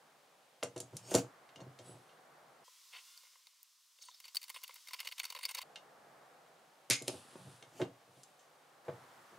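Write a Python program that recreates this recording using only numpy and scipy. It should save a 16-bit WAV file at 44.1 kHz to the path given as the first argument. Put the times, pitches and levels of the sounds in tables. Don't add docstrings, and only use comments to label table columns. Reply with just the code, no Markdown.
import sys
import numpy as np
from scipy import signal
from scipy.fft import rfft, irfft, next_fast_len
from scipy.io import wavfile

SR = 44100
rng = np.random.default_rng(int(sys.argv[2]) if len(sys.argv) > 2 else 0)


def dump(signal):
    limited = np.clip(np.atleast_2d(signal).T, -1, 1)
    pcm = np.round(limited * 32767).astype(np.int16)
    wavfile.write(sys.argv[1], SR, pcm)


N = 413658

FAST_FROM_S, FAST_TO_S, SPEEDUP = 2.642, 5.632, 7.8
# (frequency [Hz], level [dB], level when sped up [dB], t60 [s])
BENCH_MODES = [(129.5, -4, -2, 0.23), (183.6, -6, -29, 0.15), (281, -1, -14, 0.15), (359.3, -9, -5, 0.12),
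               (386, 1, -16, 0.05), (478, 4, 5.5, 0.092), (585, -4, 0, 0.099), (665, -1, 3, 0.09),
               (800, 0.5, 4, 0.03), (1157, -20.5, 2.5, 0.056), (1995, -35, -8, .08)]
# (time [s], level [dB], centre frequency [Hz], boost of the deepest mode [dB])
BENCH_BLOWS = [(0.628, -29, 593, 5), (0.635, -46, 573, 0.5), (0.761, -36, 482, -2), (0.798, -44, 286, -8),
               (0.927, -44, 142.5, 2.5), (0.953, -42.5, 131.4, -2.5), (1.114, -32, 585, 0),
               (1.146, -17.5, 445, -7), (1.558, -50, 323, 12), (1.591, -49.5, 503, 15.5),
               (1.602, -44, 554, 1.5), (1.66, -46.5, 137, -0.5), (1.793, -48, 358, -2.5),
               (1.884, -64.5, 126, 4.5), (6.899, -32.5, 299, 6.5), (7.013, -41.5, 288, 8.5),
               (7.079, -33.5, 315, -1.5), (7.47, -48, 176, -3), (7.626, -53, 734, 0),
               (7.798, -31, 448, -4.5), (7.806, -29.5, 405, -6), (7.817, -29, 298, -5),
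               (8.169, -61, 152, 0.5), (7.877, -51, 330, -1.5), (8.882, -31, 514, -5)]


def from_db(db):
    return np.exp(np.asarray(db) * (np.log(10) / 20))


def unit_rms(x):
    return x / np.sqrt(np.mean(x ** 2) + 1e-20)


def add(out, start_s, sound):
    i = round(start_s * SR)
    out[i:i + len(sound)] += sound[:N - i]


def filtered(x, order, edge_hz, kind="low"):
    return signal.sosfilt(signal.butter(order, edge_hz, kind, fs=SR, output="sos"), x + 1e-18)


def at_hz(points, hz):
    known_hz, values = np.transpose(points)
    return np.interp(np.log(hz), np.log(known_hz), values)


def shaped(x, spectrum):
    size = next_fast_len(N)
    hz = np.maximum(np.arange(size // 2 + 1) * SR / size, 1)
    return irfft(rfft(x, size) * from_db(at_hz(spectrum, hz)), size)[:N]


def ring(x, hz, t60):
    radius, angle = from_db(-60 / (t60 * SR)), 2 * np.pi * min(hz, .45 * SR) / SR
    return signal.lfilter([0, np.sin(angle)], [1, -2 * radius * np.cos(angle), radius ** 2], x + 1e-18)


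def drift(rate_hz):
    pole = np.exp(-2 * np.pi * rate_hz * 40 / SR)
    slow = signal.lfilter([1], [1, -2 * pole, pole ** 2], rng.standard_normal(N // 40 + 2002))[2000:]
    return np.interp(np.arange(N) / 40, np.arange(len(slow)), unit_rms(slow))


def clicks(per_s, spread_db):
    sizes = from_db(spread_db * np.minimum(rng.exponential(1, N), 5)) * rng.choice([-1, 1], N)
    return unit_rms(sizes * (rng.random(N) < per_s / SR))


def stereo_noise(spectrum, coherence):
    hz = np.maximum(np.arange(N // 2 + 1) * SR / N, 1)
    alike = np.clip(at_hz(coherence, hz), 0, 1)
    mid, side = rfft(rng.standard_normal((2, N))) * from_db(at_hz(spectrum, hz))
    return unit_rms(irfft(np.sqrt(1 + alike) * mid + np.sqrt(1 - alike) * side * [[1], [-1]], N))


def swells(rows):
    t = np.arange(N) / SR
    times, *levels_db = np.transpose(rows)
    gate = np.clip(np.minimum(t - times[0], times[-1] - t) / .02 + 1, 0, 1)
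    return gate * from_db([np.interp(t, times, db) for db in levels_db])


def strokes(rows, rise_db_per_s, fade_db_per_s):
    t, power = np.arange(N // 32 + 1) * 32 / SR, 0
    for start, hold, *levels_db in rows:
        loss_db = rise_db_per_s * np.maximum(start - t, 0) + fade_db_per_s * np.maximum(t - start - hold, 0)
        power = power + from_db(np.array(levels_db)[:, None] - loss_db) ** 2
    return [np.interp(np.arange(N) / SR, t, np.sqrt(p)) for p in power]


def room(x, speed):
    t = np.arange(round(SR / 2 / speed)) / SR
    tail_t60, early_t60 = 0.17 / speed, 0.027 / speed
    echoes = rng.standard_normal((4, len(t))) * from_db(-60 * t / tail_t60) * (t > .003 / speed)
    response = filtered(echoes[0] + echoes[1:3], 1, min(9200 * speed, 18000))
    response *= from_db(-10.5) / np.sqrt(np.sum(response ** 2) / 2)
    early = echoes[3] * from_db(-60 * t / early_t60)
    response += from_db(-14) * early / np.sqrt(np.sum(early ** 2)) * [[1], [-1]]
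    left, right = x + signal.fftconvolve(x[None], response, axes=1)[:, :N]
    side = filtered(left - right, 2, 610 * speed ** 1.1, "high")
    heard = (left + right + side * [[1], [-1]]) / 2
    return filtered(heard, 7, 110.9 * speed ** 0.841, "high")


def background():
    # (time [s], roar level [dB], tyre level [dB])
    traffic_spans = [
        [(0.0, -69, -69.5), (0.6, -71.5, -75), (1.3, -65.5, -65), (1.97, -67, -68.5), (2.34, -64.5, -66),
         (2.64, -65.5, -68)],
        [(5.63, -63, -67), (6.16, -63.5, -65.5), (6.9, -69.5, -72), (7.31, -67, -65), (8.18, -69, -72.5),
         (8.83, -67, -68.5), (8.87, -61.5, -62.5), (9.38, -68.5, -64)],
    ]
    # (frequency [Hz], spectral level [dB])
    roar_spectrum = [(40, -38), (75, -22), (105, -22.5), (140, -4), (190, -10), (260, -8.5), (350, -6.5),
                     (480, -1), (620, -0.5), (800, 2), (1000, -11.5), (1500, -26.5), (3000, -45)]
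    tyre_spectrum = [(500, -40), (900, -3), (1100, 0), (1400, -3), (1800, -6), (2300, -13), (3000, -40)]
    hiss_spectrum = [(900, -30), (1800, -3), (2300, 0), (3000, 0), (4000, -2), (5200, -4), (7000, -6),
                     (9000, -7), (11000, -10), (13500, -13), (16000, -15)]
    # (frequency [Hz], coherence [0-1])
    coherence = [(150, .99), (300, .9), (600, .75), (1500, .55), (4000, .62), (8000, .72), (13000, .93)]
    roar_gain, tyre_gain = sum(swells(span) for span in traffic_spans)
    roar = roar_gain * stereo_noise(roar_spectrum, coherence)
    tyres = tyre_gain * stereo_noise(tyre_spectrum, coherence)
    hiss_db = np.where(np.arange(N) / SR < 8.85, -71.5, -68)
    return roar + tyres + from_db(hiss_db) * stereo_noise(hiss_spectrum, coherence)


def fast_background():
    # (time [s], level [dB])
    levels = [(2.64, -64.5), (3.09, -60), (3.46, -68), (3.8, -69.5), (4.2, -66), (4.6, -63), (4.98, -61.5),
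              (5.63, -67.5)]
    # (frequency [Hz], spectral level [dB])
    spectrum = [(120, -76), (200, -38), (851, -23), (1000, -11), (1680, -18), (1840, -16), (2560, -15.5),
                (2700, -13), (3370, -9.5), (3690, -9.5), (4680, -8), (5040, -6.5), (16000, -18.5)]
    # (frequency [Hz], coherence [0-1])
    coherence = [(60, 0.24), (240, 0.78), (950, 1), (3770, 0.939), (15000, 0.59)]
    return swells(levels) * stereo_noise(spectrum, coherence)


def engine():
    # (time [s], firing frequency [Hz], level [dB])
    run_up = [(2.649, 321, -81), (2.9, 337.7, -94.5), (3.1, 351, -78), (3.25, 359.4, -81.5),
              (3.397, 368.6, -98)]
    # (order [multiple of the firing frequency], level [dB])
    harmonics = [(1, -21), (3, -1.5), (4, -0.5), (6, 3), (8, 4), (10, 6.5)]
    times, firing_hz, level_db = np.transpose(run_up)
    t = np.arange(N) / SR
    phase = 2 * np.pi * np.cumsum(np.interp(t, times, firing_hz)) / SR
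    tones = sum(from_db(db + 2 * drift(20)) * np.sin(order * phase) for order, db in harmonics)
    return from_db(np.interp(t, times, level_db, right=-200)) * tones


def squeaks():
    # (time [s], hold [s], frequency [Hz], level [dB])
    events = [(1.044, 0.026, 5410, -64.5), (1.048, 0.053, 4590, -71), (1.05, 0.094, 8240, -65),
              (1.076, .04, 6700, -63), (1.862, 0.065, 7960, -69), (1.879, 0.047, 9750, -68.5)]
    slips, out = clicks(8000, 1.9), np.zeros(N)
    for start, hold, hz, db in events:
        envelope, = strokes([(start, hold, db)], 500, 500)
        out += envelope * unit_rms(ring(ring(slips, hz, t60=.012), hz, t60=.012))
    return out


def steel_friction():
    # (time [s], hold [s], level [dB])
    scrapes = [(0.98, 0.013, -63.5), (1.11, .025, -55), (1.18, 0.0042, -42), (7.79, 0.038, -60)]
    slides = [(1.86, 0.028, -65), (7.1, 0.0287, -56.5), (7.3, 0.237, -66), (8.17, 0.037, -71.5)]
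    # (frequency [Hz], spectral level [dB])
    scrape_spectrum = [(590, -35), (1000, -21), (2040, -40.5), (2160, -10), (2840, -5.5), (4080, -15),
                       (4460, -8.5), (5860, -10), (6710, -5), (15000, -22.5)]
    slide_spectrum = [(1060, -26), (1800, -18.5), (2540, 3), (3790, 4), (5270, -0.5), (7060, -1.5),
                      (8580, 3), (10500, 2), (12800, -14), (15000, -29)]
    rasp = strokes(scrapes, 220, 500)[0] * unit_rms(shaped(clicks(5000, 1.194), scrape_spectrum))
    hiss = strokes(slides, 200, 80)[0] * unit_rms(shaped(clicks(13000, 2.26), slide_spectrum))
    return rasp + hiss


def bench_rumble():
    # (time [s], hold [s], deep level [dB], upper level [dB])
    drags = [(0.95, 0.0205, -57, -76.5), (1.1, 0.015, -55, -50.5), (1.6, 0.048, -62.5, -65.5),
             (1.81, 0.0106, -72.5, -73), (1.885, 0.0455, -58.5, -57.5), (7.14, 0.0225, -70, -52.5),
             (7.36, 0.0287, -76.5, -56.5), (7.41, 0.066, -55, -83.5), (7.66, .02, -74, -84.5),
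             (7.77, 0.032, -72, -59), (8.09, 0.0176, -72, -68.5), (8.99, 0.073, -73.5, -73),
             (9.18, 0.026, -86, -67), (9.33, 0.027, -78, -63.5)]
    deep_gain, upper_gain = strokes(drags, 295.5, 185.5)
    shudder, = strokes([(start, 0, db - 14.5) for start, db, _, _ in BENCH_BLOWS], 5000, 260)
    roughness = clicks(740, 4.42)
    deep = sum(from_db(db) * ring(roughness, hz, t60) for hz, db, _, t60 in BENCH_MODES[:2])
    upper = sum(from_db(db) * ring(roughness, hz, t60 / 4) for hz, db, _, t60 in BENCH_MODES[2:])
    return (deep_gain + from_db(-1.5) * shudder) * unit_rms(deep) + (upper_gain + shudder) * unit_rms(upper)


def knocks():
    out, t = np.zeros(N), np.arange(round(SR / 2)) / SR
    rise_cycles, deepest_hz = 0.47, BENCH_MODES[0][0]
    scatter = rng.standard_normal((len(BENCH_BLOWS), len(BENCH_MODES)))
    for (start, level_db, centre_hz, deep_db), chances in zip(BENCH_BLOWS, scatter):
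        modes = 0
        for (hz, db, _, t60), chance in zip(BENCH_MODES, chances):
            mode_db = db + deep_db * (hz == deepest_hz) + 2 * chance - 6.12 * np.log2(hz / centre_hz) ** 2
            build_up = (1 - np.exp(-t * hz / rise_cycles)) ** 2
            modes += build_up * from_db(mode_db - 60 * t / t60) * np.sin(2 * np.pi * hz * t + chance)
        noise = filtered(rng.standard_normal(len(t)), 2, [centre_hz / 2, centre_hz * 3], "band")
        rebounds = unit_rms(noise) * from_db(-17 - 60 * t / 0.13)
        add(out, start, from_db(level_db) * (modes / np.abs(modes).max() + rebounds))
    return out


def clinks(impacts, body_modes, rattle_depth, loose_db):
    out, t = np.zeros(N), np.arange(round(SR / 4)) / SR
    spread_octaves, top_hz, rattle_hz = 0.78, 11800, 200
    scatter = rng.standard_normal((len(impacts), len(body_modes)))
    for (start, level_db, centre_hz, decay_s), chances in zip(impacts, scatter):
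        modes = 0
        for (hz, db, mode_t60), chance in zip(body_modes, chances):
            mode_db = db + 2.5 * chance - 6 * (np.log2(hz / centre_hz) / spread_octaves) ** 2
            t60 = min(mode_t60, .12) * decay_s / 0.041
            detuned_hz = hz * (1 + 0.0073 * chance)
            modes += from_db(mode_db - 60 * t / t60) * np.sin(2 * np.pi * detuned_hz * t + chance)
        modes *= 1 + rattle_depth * unit_rms(filtered(rng.standard_normal(len(t)), 2, rattle_hz))
        low_hz = centre_hz / 2 ** (1.7 * spread_octaves)
        high_hz = min(centre_hz * 2 ** (1.31 * spread_octaves), top_hz)
        noise = unit_rms(filtered(rng.standard_normal(len(t)), 2, [low_hz, high_hz], "band"))
        crack = 3.1 * noise * from_db(-60 * t / 0.015)
        buzz = noise * from_db(-60 * t / (1.8 * decay_s))
        noise_gain = from_db(loose_db - 12 + .35 * min(level_db + 24, 0))
        add(out, start, from_db(level_db) * (modes / np.abs(modes).max() + noise_gain * (crack + buzz)))
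    return filtered(out, 4, top_hz)


def block_clinks():
    # (frequency [Hz], level [dB], nominal t60 [s])
    modes = [(1550, -4, 0.052), (2146, -0.5, 0.08), (2572, -6.5, .06), (2805, 2.5, 0.058),
             (3170, 0.5, 0.07), (3670, 0.5, 0.075), (4293, -4, 0.096), (4900, -17, 0.088),
             (5600, -3.5, 0.13), (6140, 1, 0.097), (6540, -1.5, 0.12), (7170, -8, 0.12), (7260, 3, 0.095),
             (8080, -2.5, 0.11), (9000, -7, 0.1), (9590, 1.5, 0.06), (10310, -7.5, .06), (11710, -8.5, .06)]
    # (time [s], level [dB], centre frequency [Hz], decay scale [s])
    impacts = [(0.628, -31, 1800, 0.023), (0.633, -33, 7640, 0.0363), (0.764, -44, 2900, 0.026),
               (0.762, -46, 9500, 0.041), (0.778, -40.5, 6650, 0.0278), (0.8022, -34, 7740, 0.0328),
               (0.968, -34.5, 9400, 0.0253), (1.109, -38.5, 7950, 0.09), (1.137, -42.5, 7510, 0.073),
               (1.1414, -28, 7100, 0.0455), (1.1505, -21.5, 6650, 0.033), (1.4915, -53, 2750, 0.03),
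               (1.559, -46, 3300, 0.045), (1.604, -50, 3500, 0.025), (5.7582, -39.5, 2900, 0.045),
               (7.6253, -46, 3030, 0.045), (1.789, -44, 3660, 0.032), (2.0913, -55, 2610, 0.0705),
               (7.8165, -37.5, 2230, 0.066), (8.234, -45, 8890, 0.018), (8.392, -58, 5000, 0.11)]
    return clinks(impacts, modes, rattle_depth=.45, loose_db=0)


def tool_landing():
    # (frequency [Hz], level [dB], nominal t60 [s])
    modes = [(2153, 2.5, 0.14), (2394, 6, 0.082), (2910, -5.5, 0.064), (3457, -11, 0.086),
             (3940, 1.5, 0.049), (4325, -11.5, 0.081), (5042, -5.5, 0.14), (5740, -16.5, 0.12),
             (6383, -5.5, 0.11), (6700, -3, .12), (7173, -10, 0.12), (8790, -5.5, 0.102),
             (10120, -5, 0.098), (12000, -23.5, .04)]
    # (time [s], level [dB], centre frequency [Hz], decay scale [s])
    impacts = [(6.9, -23, 6500, 0.054), (6.908, -25, 3620, 0.074), (6.911, -26.5, 4530, 0.103),
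               (6.919, -29, 3230, 0.094), (6.932, -29, 4570, 0.073), (7.022, -40.5, 8000, 0.0245),
               (7.076, -41.5, 6000, 0.048), (7.08, -28.5, 5250, 0.027)]
    return clinks(impacts, modes, rattle_depth=.9, loose_db=3)


def catch_envelopes():
    # (time [s], bright level [dB], dull level [dB], thud level [dB])
    catches = [(2.678, -62.5, -74.5, -45.5), (2.813, -63.5, -71.5, -57.5), (2.933, -61, -58, -38.5),
               (2.948, -59, -62.5, -40.5), (3.174, -48.5, -61, -78.5), (3.233, -55, -61.5, -50.5),
               (3.25, -61.5, -65, -61), (3.268, -64, -65, -53.5), (3.332, -69, -69.5, -59),
               (3.355, -67, -66, -48), (3.469, -54, -59.5, -53.5), (3.986, -60.5, -59, -55),
               (4.022, -49, -66, -78.5), (4.084, -55.5, -54, -37.5), (4.142, -55, -72, -81),
               (4.201, -44.5, -54, -56.5), (4.2524, -47, -64.5, -54), (4.2796, -47, -56.5, -53.5),
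               (4.3462, -34, -51, -62.5), (4.355, -29.5, -48.5, -49.5), (4.3678, -28.5, -41, -44.5),
               (4.416, -49, -61, -66.5), (4.4288, -40, -60, -60), (4.439, -42, -55.5, -52),
               (4.48, -48.5, -63, -68), (4.494, -40.5, -53, -59), (4.499, -33.5, -47, -37),
               (4.543, -45.5, -57.5, -52.5), (4.561, -54, -45, -39.5), (4.568, -54.5, -49.5, -51),
               (4.6157, -52, -70.5, -55.5), (4.632, -47, -61, -51), (4.642, -46, -49.5, -57.5),
               (4.637, -47, -48.5, -43), (4.678, -55, -57.5, -58), (4.6928, -55, -52.5, -38),
               (4.708, -57, -52, -57), (4.741, -56, -71.5, -72.5), (4.759, -48, -55, -52.5),
               (4.872, -45.5, -52.5, -66.5), (4.884, -38.5, -47.5, -69.5), (4.908, -46, -50, -44),
               (4.933, -35, -42.5, -38), (4.992, -52.5, -48.5, -49.5), (5.002, -32.5, -38, -67.5),
               (5.0286, -57.5, -57, -44), (5.0557, -45, -50, -41), (5.048, -48, -60.5, -54),
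               (5.072, -35, -38, -48.5), (5.086, -42, -46.5, -43.5), (5.1128, -47, -50, -68.5),
               (5.121, -41.5, -43, -43.5), (5.18, -46.5, -53, -54), (5.194, -35, -55.5, -63),
               (5.198, -36, -35.5, -62), (5.232, -43, -47.5, -59.5), (5.2403, -36, -41, -55.5),
               (5.252, -34, -43, -42.5), (5.3013, -38, -63, -39.5), (5.323, -38, -47.5, -38),
               (5.349, -43.5, -48.5, -37), (5.3617, -49, -43, -33.5), (5.388, -41, -50.5, -42.5),
               (5.4092, -55.5, -50.5, -53), (5.43, -40.5, -50.5, -69), (5.452, -28.5, -42, -45),
               (5.49, -43, -52.5, -44.5), (5.51, -35.5, -49, -39.5), (5.547, -32.5, -55.5, -57),
               (5.5704, -43, -47.5, -50.5), (5.5841, -37, -51.5, -34), (5.6151, -39, -61.5, -55.5)]
    # (time [s], level [dB])
    ticks = [(3.6299, -44), (4.2006, -52.5), (4.4149, -53.5), (4.6366, -36.5), (4.6784, -46.5),
             (4.742, -44.5), (4.757, -48.5)]
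    rise_s, fade_s, tick_fade_s = 0.001085, 0.003034, 0.001585
    envelopes, t = np.zeros((4, N)), np.arange(round(SR / 10)) / SR
    swell = (1 - np.exp(-t / rise_s)) * np.exp(-t / fade_s)
    swell /= swell.max()
    for start, bright_db, dull_db, thud_db in catches:
        treble_db = bright_db - 10.5 + rng.standard_normal()
        for envelope, db in zip(envelopes, (bright_db, dull_db, thud_db, treble_db)):
            add(envelope, start, from_db(db) * swell)
    for start, db in ticks:
        add(envelopes[3], start, from_db(db) * np.exp(-t / tick_fade_s))
    return envelopes


def tool_forces():
    # (time [s], hold [s], level [dB])
    squeezes = [(2.66, 0.98, -78.5)]
    creaks = [(2.931, 0.033, -55), (2.962, 0.0106, -52), (2.985, 0.0077, -56)]
    hand_shifts = [(4.016, 0.022, -50)]
    turns = [(4.25, 0.0336, -59.5), (4.375, 0.015, -63.5), (4.418, 0.019, -63), (4.483, 0.021, -64.5),
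             (4.543, 0.0436, -59), (4.625, 0.0134, -64), (4.68, 0.054, -65), (4.735, 0.0463, -61.5),
             (4.875, 0.038, -65.5), (4.932, 0.0137, -50.5), (4.992, 0.0328, -55), (5.052, 0.0266, -54.5),
             (5.116, 0.021, -52.5), (5.183, 0.019, -49), (5.236, 0.0444, -56.5), (5.3, 0.012, -50.5),
             (5.35, 0.0266, -52), (5.39, 0.0116, -55.5), (5.432, 0.0275, -48), (5.492, 0.0158, -45.5),
             (5.547, 0.0453, -46.5), (5.615, 0.019, -49.5)]
    rise_db_per_s, fade_db_per_s, hand_fade_db_per_s = 1498, 714, 93.5
    squeeze, = strokes(squeezes, rise_db_per_s, hand_fade_db_per_s)
    shift, = strokes(hand_shifts, rise_db_per_s, hand_fade_db_per_s)
    rub = strokes(turns, rise_db_per_s, fade_db_per_s)[0] * from_db(5.5 * drift(51))
    bright_catch, dull_catch, thud_catch, treble_catch = catch_envelopes()
    contacts = clicks(10000, 1.8)
    bumps = (thud_catch + from_db(-2) * rub) * clicks(3000, 1.82)
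    joint_ticks = squeeze * clicks(21, 1.4)
    creak = strokes(creaks, rise_db_per_s, fade_db_per_s)[0] * rng.standard_normal(N)
    bright = (bright_catch + rub + shift) * contacts + from_db(-3) * creak
    dull = (dull_catch + from_db(-3.5) * rub + squeeze) * contacts + creak
    thud = bumps + joint_ticks + from_db(-2) * creak
    treble = (treble_catch + from_db(-15.5) * rub) * clicks(14000, 1.6)
    return bright, dull, thud, treble, creak


def tool_work():
    # (frequency [Hz], gain [dB])
    grit_spectrum = [(180, -85), (300, -60.5), (494, -25.5), (1010, -5.5), (1730, -4.5), (2140, 8.5),
                     (2500, 2.5), (2800, 8.5), (3200, 3), (3720, 10.5), (4110, -8), (4480, 6), (4800, -6),
                     (5100, 2), (5470, -12), (7000, -10.5), (9000, -12), (11700, -39), (19800, -120)]
    crossover_hz = 3200
    grip_damping, wander_db = .7, 4.5
    bright, dull, thud, treble, creak = tool_forces()
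    low_hz, low_t60 = BENCH_MODES[0][0] * SPEEDUP, BENCH_MODES[0][3] / SPEEDUP
    low_modes = ring(thud, low_hz, grip_damping * low_t60)
    low_modes -= from_db(-11 + wander_db / 2 * drift(34)) * ring(thud, 0.852 * low_hz, 0.5 * low_t60)
    low_modes += from_db(-8 + wander_db * drift(26)) * ring(thud, 0.508 * low_hz, 0.69 * low_t60)
    bench = from_db(-26.5) * low_modes
    for k, (hz, _, fast_db, t60) in enumerate(BENCH_MODES[1:]):
        force = from_db(4) * dull if hz * SPEEDUP < crossover_hz else bright
        mode = ring(force, hz * SPEEDUP, grip_damping * t60 / SPEEDUP)
        bench += (-1) ** k * from_db(fast_db - 30.5 + wander_db * drift(31)) * mode
    lever_joint = from_db(-25) * ring(creak, hz=2690, t60=0.0067)
    grit = filtered(from_db(10) * dull, 3, crossover_hz) + filtered(bright, 3, crossover_hz, "high")
    crunch = from_db(-7) * shaped(grit, grit_spectrum)
    sizzle = from_db(2.5) * filtered(treble, 2, 7500, "high")
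    return bench + lever_joint + crunch + sizzle


def scene():
    t = np.arange(N) / SR
    fast_share = np.clip(np.minimum(t - FAST_FROM_S, FAST_TO_S - t) / .004 + .5, 0, 1)
    handling = block_clinks() + tool_landing() + knocks() + bench_rumble() + steel_friction() + squeaks()
    normal = room(handling, speed=0.947) + background()
    fast = fast_background() + engine() + room(tool_work(), SPEEDUP)
    return (1 - fast_share) * normal + fast_share * fast


def record(dry):
    stopband_hz = 16218
    return signal.sosfilt(signal.cheby2(20, 70, stopband_hz, fs=SR, output="sos"), dry)


dry = scene()
out = record(dry)
dump(out)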